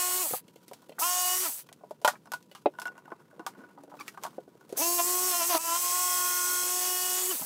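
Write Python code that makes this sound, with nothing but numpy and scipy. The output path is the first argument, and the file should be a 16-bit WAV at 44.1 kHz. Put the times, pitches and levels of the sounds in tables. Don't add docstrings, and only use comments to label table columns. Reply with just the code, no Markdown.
import sys
import numpy as np
from scipy import signal
from scipy.fft import rfft, irfft, next_fast_len
from scipy.io import wavfile

SR = 44100
rng = np.random.default_rng(int(sys.argv[2]) if len(sys.argv) > 2 else 0)


def linear_from_db(decibels):
    return 10 ** (np.asarray(decibels, float) / 20)


def int16_out(signal):
    q = np.round(np.clip(np.atleast_2d(signal).T, -1, 1) * 32767)
    wavfile.write(sys.argv[1], SR, q.astype(np.int16))


N = 328545
TIME = np.arange(N) / SR
BAR_HZ, BAR_WIDTH_HZ = 1466, 24


def rms_one(x):
    return x / np.sqrt(np.mean(x ** 2) + 1e-20)


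def in_time(rows):
    s, *columns = np.transpose(rows)
    return [np.interp(TIME, s, c) for c in columns]


def bumps(rows):
    rows, coarse = np.array(rows), TIME[::32]
    bells = np.exp(-((coarse - rows[:, :1]) / rows[:, 1:2]) ** 2)
    return [np.interp(TIME, coarse, c) for c in rows[:, 2:].T @ bells]


def drift(rate):
    r = np.exp(-80 * np.pi * rate / SR)
    white = rng.standard_normal(N // 40 + 2002)
    slow = signal.lfilter([1], [1, -2 * r, r * r], white)[2000:]
    return np.interp(np.arange(N) / 40, np.arange(len(slow)), rms_one(slow))


def coloured(x, spectrum):
    hz, level_db = np.transpose(spectrum)
    size = next_fast_len(N)
    grid = np.log(np.arange(size // 2 + 1) * SR / size + 1)
    gain = linear_from_db(np.interp(grid, np.log(hz), level_db, -90, -90))
    return rms_one(irfft(rfft(x, size) * gain, size)[:N])


def resonance(x, hz, width_hz):
    r = np.exp(-np.pi * width_hz / SR)
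    feedback = [1, -2 * r * np.cos(2 * np.pi * hz / SR), r * r]
    return signal.lfilter(np.array([1, 0, -1]) * (1 - r * r) / 2, feedback, x)


# t/s, f/Hz, level/dB
ENGINE_PASSES = [
    [(3.66, 308, -69), (3.814, 280.0, -61), (4.12, 309, -66)],
    [(4.9, 295, -61), (5.2, 268, -58), (5.52, 235, -58)],
]
# f/Hz, level/dB
ROOM_COLOUR = [(18, -48), (80, -8), (153, 13.5), (540, 3), (666, -10.5), (889, -16), (1190, -37),
               (1500, -19), (16000, -26)]


def workshop():
    drone = 0
    for rows in ENGINE_PASSES:
        hz, level_db = in_time(rows)
        passing = np.clip(np.minimum(TIME - rows[0][0], rows[-1][0] - TIME) / 0.045, 0, 1)
        turn = 2 * np.pi * np.cumsum(hz) / SR
        drone += passing * linear_from_db(level_db + 3 + 3.5 * drift(20)) * np.sin(turn)
    white = rng.standard_normal((2, N))
    hum = linear_from_db(-76) * rms_one(resonance(white[1], 965, 13))
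    room = linear_from_db(-62.5 + 1.3 * drift(8)) * coloured(white[0], ROOM_COLOUR)
    return room + hum + drone


# t/s, level/dB
RUBBING = [(.38, -69.5), (1.0, -64), (1.75, -67), (2.7, -71.5), (2.95, -56.5), (3.25, -63.5), (3.62, -54.5),
           (3.72, -63.5), (4.1, -57), (4.4, -66), (4.62, -66), (4.75, -51)]
# t/s, half width/s, extra brightness/dB
DRY_SLIDES = [
    (.75, 0.23, 6),
    (1.6, 0.11, 9),
    (4.1, 0.21, 11.5),
    (4.76, 0.078, 14),
]


def rustle():
    low_db, high_db = in_time(RUBBING)[0], -75 + bumps(DRY_SLIDES)[0]
    grains = rng.standard_normal((2, N)) * linear_from_db(4.6 * drift(63))
    dull = [(120, -14), (350, 7), (680, -3), (1000, 0), (1500, -7.0), (2200, -13.0), (5000, -43.5)]
    low = linear_from_db(low_db - 1.5) * coloured(grains[0], dull)
    high = linear_from_db(high_db) * coloured(grains[1], [(1200, -14), (3000, 8), (16000, 1.0)])
    return low + high + 1.4 * resonance(low, BAR_HZ, 2 * BAR_WIDTH_HZ)


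# t/s, f/Hz, level/dB
PAD_SLIP = [
    (3.985, 1336, -85),
    (3.993, 1318, -39),
    (4.0, 1164, -53),
    (4.012, 1186, -39.5),
    (4.022, 1180, -43),
    (4.035, 1120, -87),
]
PAD_OVERTONES = [-0.5, -1.5, -18, -12, -14.5]


def squeak():
    hz, level_db = in_time(PAD_SLIP)
    turn = 2 * np.pi * np.cumsum(hz * (1 + .035 * drift(150))) / SR
    overtones = sum(linear_from_db(d) * np.sin((k + 1) * turn) for k, d in enumerate(PAD_OVERTONES))
    return linear_from_db(level_db - 2.5 + 5.0 * drift(120)) * overtones


def crack(noise, fall):
    t = np.arange(len(noise)) / SR
    spike = np.sign(noise) * np.exp(-t / 0.00022)
    wash = signal.sosfilt(signal.butter(1, 8500, fs=SR, output="sos"), noise * fall ** .8)
    high_pass = signal.butter(2, 1900, "high", fs=SR, output="sos")
    return signal.sosfilt(high_pass, 0.9 * spike + 0.28 * wash)


# f/Hz, width/Hz, level/dB
BAR_RINGS = [
    (2756, 70, -25),
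    (5157, 80, -33),
]


def knock(body_hz, crack_db, t60, bar_db, draw):
    t = np.arange(len(draw) - 12) / SR
    noise, t60 = draw[12:], np.clip(t60, .015, .25)
    fall = linear_from_db(-60 * t / t60) + 0.11 * linear_from_db(-60 * t / (2.06 * t60))
    ratios = np.array([.7, .93, 1.08, 1.45]) * np.exp(0.044 * draw[:4])
    modes = sum(linear_from_db(-10 * abs(r - 1) - 150 * t * r) * np.sin(2 * np.pi * r * body_hz * t) for r in ratios)
    band = signal.butter(2, [0.76 * body_hz, 1.193 * body_hz], "band", fs=SR, output="sos")
    thud = signal.sosfilt(band, noise)
    contact = np.clip(t * body_hz / 0.59, 0, 1)
    body = (0.36 * modes + .24 * rms_one(thud)) * fall * contact
    body = .9 * body / np.abs(body).max()
    strike = noise * linear_from_db(-60 * t / .012)
    bar = resonance(strike, BAR_HZ, BAR_WIDTH_HZ)
    bar = bar + sum(linear_from_db(d) * resonance(strike, hz, w) for hz, w, d in BAR_RINGS)
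    return body + linear_from_db(crack_db) * crack(noise[::-1], fall) + linear_from_db(bar_db) * bar / np.abs(bar).max()


# t/s, peak level/dB, body f/Hz, crack level/dB, fall by 60 dB/s
SAW_BUMPS = [
    (0.336, -21, 760, -15, 0.049),
    (0.481, -47, 382, 1.5, 0.055),
    (0.559, -43.5, 480, 0, 0.055),
    (0.681, -46, 324, 10, 0.063),
    (0.713, -35, 633, -11, 0.075),
    (0.734, -46, 960, 13, 0.063),
    (0.894, -35, 463, -8, 0.048),
    (0.919, -40, 635, -11, 0.046),
    (7.418, -33, 885, -6, 0.084),
]
# t/s, peak level/dB, body f/Hz, crack level/dB, fall by
# 60 dB/s
OWN_CRACK_KNOCKS = [(1.909, -30, 610, -10.5, 0.052), (2.016, -44, 625, 1, 0.12), (2.047, -9, 930, -3, 0.073),
                    (2.077, -11, 1351, 0, 0.075), (2.514, -47.5, 592, 3.5, 0.075), (2.55, -40, 1096, 2.5, 0.12),
                    (3.465, -24, 1072, 0.5, 0.072), (3.579, -40.5, 301, -14, 0.26), (3.836, -40, 566, -6, 0.048),
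                    (3.999, -36, 1195, -0.5, 0.14), (4.08, -30, 1945, 4, 0.057), (4.236, -28, 950, 4, 0.08),
                    (4.693, -41, 510, -0.5, 0.24), (4.726, -25, 448, -10, 0.044),
                    (4.773, -31.5, 676, -13, 0.081)]
# t/s, peak level/dB, body f/Hz, fall by 60 dB/s
DULL_BLOWS = [(1.836, -35, 650, 0.07), (2.658, -11, 620, 0.052), (3.079, -39, 900, 0.06),
              (3.119, -27.5, 984, 0.053), (3.33, -45, 527, 0.061), (3.776, -41, 880, 0.12),
              (3.878, -44, 527, 0.08), (3.917, -39.5, 903, 0.1), (3.94, -36.5, 846, 0.058),
              (4.175, -32, 1130, 0.062), (4.382, -26, 470, 0.055), (4.478, -40.5, 431, 0.044),
              (4.553, -44, 417, 0.03),
              (.309, -32, 480, .04), (.325, -33, 150, .09), (.483, -50, 3000, .04),
                 (.561, -50, 3000, .04), (.826, -50, 950, .05), (.895, -48, 3000, .04),
                 (.923, -47, 2900, .04), (.984, -31, 1300, .05), (.992, -32, 800, .04),
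                 (1.69, -46, 2100, .03), (2.135, -38, 900, .09), (2.155, -42, 1500, .05),
                 (7.412, -35, 170, .12), (2.66, -28, 2700, .05), (7.395, -40, 600, .04),
                 (1.597, -48, 2500, .05), (1.717, -46, 700, .06), (1.81, -50, 750, .06),
                 (2.047, -17, 2900, .05), (2.078, -15, 780, .06), (2.514, -46, 3050, .07),
                 (2.55, -43, 3050, .09), (2.66, -19, 400, .07), (2.9, -46, 500, .04), (3.12, -32, 330, .04),
                 (3.38, -46, 450, .05), (3.396, -34, 300, .05), (3.635, -44, 300, .06)]
# t/s, peak level/dB, crack level/dB, fall by 60 dB/s, bar level/dB
CLAMP_CLICKS = [(1.689, -46, 3, 0.04, -10), (2.257, -47, -1, 0.07, -8), (2.272, -44, -26, 0.059, -4),
                (2.319, -27, 5, 0.037, -10), (2.336, -27, 2, 0.07, -3), (2.738, -52, -12, 0.056, 2),
                (2.752, -52, -15, .05, 2), (2.787, -30, -14, 0.08, -3), (2.818, -36, 8, 0.06, 4),
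                (2.855, -32, -10, 0.1, 5), (2.865, -38, -8, .05, 6), (2.88, -38, -10, .06, 5),
                (2.954, -48, -15, 0.044, -5), (2.979, -40, -7, 0.078, -3), (3.056, -54, -20, 0.07, 6),
                (3.103, -46, -15, .05, -2), (3.2, -54, -8, .1, -3), (3.312, -54, -6, .06, -3),
                (3.395, -37, -16, 0.15, -2), (3.55, -50, -10, .08, -3), (3.605, -50, -10, .1, 0),
                (3.638, -47, -14, .1, 0), (3.703, -56, -12, .08, 0), (4.145, -46, -6, .06, -8),
                (4.251, -25, -15, 0.07, -12), (4.265, -32, -5, .07, -4), (4.33, -50, -3, .07, -8),
                (4.61, -52, 0, .06, 0)]


def blows():
    soft = [(s, db, hz, -49 - 0.36 * db, t60) for s, db, hz, t60 in DULL_BLOWS]
    rows = [(*row, -46 - 0.58 * row[1]) for row in OWN_CRACK_KNOCKS + soft]
    rows += [(s, db, 1000, *rest) for s, db, *rest in CLAMP_CLICKS]
    return [(*row, -45) for row in SAW_BUMPS] + sorted(rows)


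# t/s, peak level/dB
SMALL_TICKS = [
    (1.7278, -34),
    (2.427, -44),
    (2.799, -28),
    (2.8714, -34),
    (4.07, -47),
]


def knocks():
    rows = blows()
    size = SR // 4
    out, draws = np.zeros(N + size), rng.standard_normal((len(rows) + len(SMALL_TICKS), size + 12))
    for (s, peak_db, *colour), draw in zip(rows, draws):
        out[round(s * SR):][:size] += linear_from_db(peak_db) * knock(*colour, draw)
    for (s, peak_db), draw in zip(SMALL_TICKS, draws[::-1]):
        out[round(s * SR):][:size] += linear_from_db(peak_db) * crack(draw[12:], linear_from_db(-60 * TIME[:size] / 0.04))
    return signal.sosfilt(signal.butter(2, 220, "high", fs=SR, output="sos"), out[:N])


# pressed t/s, released t/s, silent t/s, coasting time constant/s, tooth hiss level/dB
CUTS = [
    (-1, .224, .42, .135, -43),
    (0.9863, 1.44, 1.645, .165, -38),
    (4.765, 7.315, 8, .125, -35.5),
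]


def trigger():
    return sum(np.clip((TIME - a) / 0.012, 0, 1) * np.clip((b - TIME) / 0.023, 0, 1) for a, _, b, *_ in CUTS)


# t/s, f/Hz (strokes per second)
BLADE_SPEED = [(0.0, 361), (.13, 362.3), (.224, 369.5), (1.0, 357), (1.18, 362), (1.27, 362), (1.43, 371),
               (4.8, 339), (4.95, 351.5), (5.07, 357), (5.25, 366), (5.8, 360), (6.15, 360.6), (6.3, 358.8),
               (6.6, 360), (6.97, 364.3), (7.14, 364.2), (7.3, 373)]
# t/s, half width/s, change of f/Hz
SPEED_SAGS = [
    (5.015, .035, -11),
    (5.348, .03, -15),
    (5.428, .045, -29),
    (5.562, .037, -44),
    (5.63, .06, -24),
    (5.72, .06, -22),
    (5.88, .07, -4),
]
# t/s, half width/s, level/dB
SWUNG_AWAY = [
    (1.575, 0.071, -6.5),
]


def motor_run():
    rate = in_time(BLADE_SPEED)[0] + bumps(SPEED_SAGS)[0]
    onset_db, fade_db, tooth_db = np.zeros((3, N))
    for pressed, released, silent, coast_s, level_db in CUTS:
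        on = (TIME >= pressed) & (TIME < silent)
        lack = 280 * np.exp(-np.clip(TIME - pressed, 0, 9) / .0195)
        running = (rate - lack) * np.exp(-np.clip(TIME - released, 0, 9) / coast_s)
        lost = rate - lack - running
        attack_db = -25 * np.clip(1 - (TIME - pressed) / 0.041, 0, 1)
        stall_db = -.3 * np.clip(lost - 105, 0, 999)
        onset_db += on * (attack_db - 0.05 * lost + stall_db)
        fade_db += on * -21 * np.clip(1 - (silent - TIME) / 0.051, 0, 1)
        tooth_db += np.where(on, level_db, 0)
        rate = np.where(on, running, rate)
    dip_db = -10.5 * (TIME > 5.58) * np.exp(-np.abs(TIME - 5.58) / .075)
    return rate, onset_db, fade_db + bumps(SWUNG_AWAY)[0] + dip_db, tooth_db


# level/dB (unused for the teeth, whose level comes with each cut), dB per dB of
# speed, dB per dB of crunch, dB per dB of bite
TOOTH_RULE = (0.1, 0.47, 0.47, .35)
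BLADE_RULE = (-32.7, 1.06, -0.31, 0.07)
MOTOR_RULE = (-32, 0.54, .05, -0.02)
CHIP_RULE = (-44.5, 0.4, 1.05, .1)


def hiss_levels(rate, fade_db, tooth_db, crunch_db, extra_bite_db):
    speed_db = 20 * np.log10(np.where(np.gradient(rate) < 0, rate / 360, 1))
    levels = []
    for base_db, by_speed, by_crunch, by_bite in [(tooth_db, *TOOTH_RULE[1:]), BLADE_RULE, MOTOR_RULE, CHIP_RULE]:
        answer_db = by_speed * speed_db + by_crunch * crunch_db + by_bite * extra_bite_db
        levels.append(base_db + fade_db + .7 * drift(2.5) + answer_db)
    tooth_db, blade_db, motor_db, chip_db = levels
    muffle_db = -0.9 * np.clip(TIME - 5.9, 0, 1.3)
    return tooth_db + muffle_db, blade_db, motor_db + muffle_db, chip_db


# f/Hz, level/dB
TOOTH_COLOUR = [(3000, -26), (3900, -29), (5000, 4), (6000, 10.5), (6600, 10.5), (7500, -49)]
BLADE_COLOUR = [(5500, -25), (6500, -7), (7400, -1), (7900, 2.5), (8400, 1), (9300, -1.5), (10500, -19)]
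MOTOR_COLOUR = [(8500, -27), (9700, 3), (10700, 0.5), (11300, 2.5), (12200, 2), (13800, 1.5), (14800, 2),
                (16500, -1.5)]
CHIP_COLOUR = [(30, -14.5), (110, -25), (300, -14), (600, 4.5), (900, 7.5), (1500, 4), (2500, 4.5),
               (4000, 5.5), (5000, 9)]


def hiss(turn, tooth_db, blade_db, motor_db, chip_db):
    swell = 1 + .25 * np.sin(turn) + 0.17 * np.sin(2 * turn + 2.0)
    white = rng.standard_normal((4, N)) * swell
    tooth = linear_from_db(tooth_db - 3.8 + 1.0 * drift(25)) * coloured(white[0], TOOTH_COLOUR)
    blade = linear_from_db(blade_db - 2.3 + 0.73 * drift(25)) * coloured(white[3], BLADE_COLOUR)
    motor = linear_from_db(motor_db + 0.58 * drift(25)) * coloured(white[1], MOTOR_COLOUR)
    chips = linear_from_db(chip_db + 1.6 * drift(21)) * coloured(white[2], CHIP_COLOUR)
    return tooth + blade + motor + chips


# multiple of stroke, level/dB over blade hiss, dB per tilt
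TILTED_WHINES = [(13, -27, 20.5), (15, -19, 3), (16, -24, 12), (18, -22, 5), (19, -21, 17), (19.5, -21, 6),
                 (20, -21, 4), (22, -16, -3)]
# multiple of stroke, level/dB over blade hiss
GEAR_LINES = [(2.5, -38), (3.5, -33), (5.5, -30), (11, -30), (11.5, -25), (12, -25), (14, -24), (14.5, -24),
              (15.5, -19.5), (17, -23), (17.5, -22), (18.5, -22), (20.5, -21), (21, -25), (21.5, -20),
              (22.5, -20), (23, -23), (24, -22)]
# multiple of stroke, level/dB over blade hiss
ROLLER_LINES = [
    (7.125, -26),
    (9.125, -21),
]


def gear_lines(gear_db, tilt):
    lines = [(k, gear_db + d + b * tilt + 3 * drift(12)) for k, d, b in TILTED_WHINES]
    lines += [(k, gear_db + d + 3 * drift(5)) for k, d in GEAR_LINES]
    not_seated_db = -200 * np.clip(5.9 - TIME, 0, 1)
    return lines + [(k, gear_db + d + not_seated_db) for k, d in ROLLER_LINES]


# multiple, level/dB over the bite, dB per tilt, dB per overhang
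BOARD_ORDERS = [(2, 0.7, 12.5, -2.5), (3, 7.5, -2.5, -6.5), (4, -1, -11, 2.5), (5, -7.5, 3, 5.5),
                (6, -9.5, -3, -2), (7, -6.5, 1, .3), (8, -2.5, 10, 6), (9, -6, -3, 1.5), (10, -11, 7, 5.5)]


def board_orders(bite_db, snag_db, coasting_db, tilt, tip, overhang):
    lines = []
    for k, d, a, b in BOARD_ORDERS:
        level_db = bite_db + d + a * tilt + b * overhang
        if k > 4.5:
            level_db = level_db + coasting_db - (1 - 0.71) * snag_db + 2 * drift(4)
        else:
            level_db = level_db + a * tip
        lines.append((k, level_db))
    return lines


# t/s, housing shake level/dB, bite level/dB, tilt -1..1, board overhang -1..1
SAW_HOLD = [(0.0, -51, -46, 0.04, 0.004), (0.2, -45, -49.5, 0.14, 0.16), (1.06, -56.3, -43.5, -0.08, -0.07),
            (1.15, -59.2, -45, 0.48, -0.023), (1.33, -52.0, -45, 0.42, 0.3),
            (1.432, -46.6, -53, -0.27, 0.78), (4.83, -40, -44.5, 0.52, 0.13), (4.9, -38, -50.7, 0.55, -1.0),
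            (4.97, -41.5, -51.3, 0.42, -0.37), (5.13, -40.9, -48.8, 0.15, -0.61),
            (5.3, -41.5, -48, 0.06, 0.15), (5.6, -58.5, -51, -0.18, 0.23), (5.93, -53.6, -47, -0.13, -0.88),
            (6.14, -52.3, -45, -0.18, -0.25), (6.535, -49.3, -49, -0.99, 0.18),
            (6.77, -47, -49, 0.42, 0.16), (7.17, -46, -48.1, 0.17, 0.64), (7.28, -42.5, -61, 0.46, 0.84)]
# t/s, half width/s, bite level/dB, crunch level/dB, change of tilt
BLADE_SNAGS = [(.255, .015, 3, 0, .3), (.31, 0.0073, 0, 5, 0), (1.025, 0.026, 6, 3.5, -0.32),
               (1.4, 0.036, -5.5, 2, -0.1), (1.462, 0.014, 11.5, 3, 0.47), (1.55, 0.03, -6, -3, 0.1),
               (4.815, 0.021, 2, 1.5, -0.1), (5.0, 0.016, 14, 11, 0.14), (5.04, 0.033, -2, -4.5, -0.25),
               (5.345, .025, 8, 2, .25), (5.42, 0.026, 10, 3, 0.24), (5.48, 0.017, -10, -1, 0),
               (5.51, 0.019, 10, 5.5, 0.77), (5.53, 0.01, 9, 6, 0.35), (5.553, 0.012, 17, 11, .5),
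               (5.574, .01, 14, 7, .3), (5.625, .01, -8, -2, 0), (5.66, .015, 4, 1, 0),
               (5.692, 0.016, 8.5, 3, -0.2), (5.725, 0.016, 10, 2, -.15), (5.76, .018, 8.5, 2, -.15),
               (5.805, .025, -8, 0, -0.1), (5.9, 0.037, -3.5, 0, 0.1), (7.32, 0.028, 11.5, 2.5, -0.57),
               (7.37, 0.036, 6, 2, 0)]
# t/s, half width/s, shake level/dB
HOUSING_JOLTS = [
    (1.02, .015, 11),
    (5.04, .03, -5),
    (5.35, .025, -9),
    (5.5, 0.023, 13),
    (5.555, .015, 23.5),
    (5.71, .045, 9),
    (7.31, .02, 3),
]


def jigsaw():
    rate, onset_db, fade_db, tooth_db = motor_run()
    shake_db, held_db, tilt, overhang = in_time(SAW_HOLD)
    snag_db, crunch_db, tip = bumps(BLADE_SNAGS)
    extra_bite_db = held_db + 48
    levels = hiss_levels(rate, fade_db, tooth_db, crunch_db, extra_bite_db)
    loose = np.clip(np.maximum((rate - 366.5) / 4, (330 - rate) / 30), 0, 1)
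    jitter = (.0007 + .012 * loose + .03 * (rate < 320)) * drift(60)
    turn = 2 * np.pi * np.cumsum(rate * (1 + jitter)) / SR
    coasting_db = -.4 * np.clip(332 - rate, 0, 200)
    gear_db = 2.6 + levels[1] + coasting_db + .3 * extra_bite_db
    lines = [(1, shake_db + bumps(HOUSING_JOLTS)[0] + 1.56 * onset_db)]
    lines += board_orders(held_db + snag_db + onset_db, snag_db, coasting_db, tilt, tip, overhang)
    lines += gear_lines(gear_db, tilt)
    tone, runs = np.zeros(N), trigger() > 0
    for k, level_db in lines:
        waver_db = (1.4 + 2.9 * loose * (k > 1)) * drift(40)
        wave = np.sin(k * turn[runs] + rng.uniform(0, 2 * np.pi))
        tone[runs] += linear_from_db((level_db + 3 + waver_db)[runs]) * wave
    return tone + hiss(turn, *levels)


def scene():
    held = trigger()
    mono = held * jigsaw() + knocks() + squeak() + linear_from_db(-6.5 * held) * (rustle() + workshop())
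    return np.vstack([mono, mono])


def band_limit(x):
    return signal.sosfilt(signal.butter(12, 17070, fs=SR, output="sos"), x)


def record(dry):
    rounded = .45 * np.tanh(dry / 0.44)
    low_pass = signal.cheby2(12, 32, 16000, fs=SR, output="sos")
    mix = signal.sosfilt(low_pass, rounded)
    return band_limit(mix)


dry = scene()
out = record(dry)
int16_out(out)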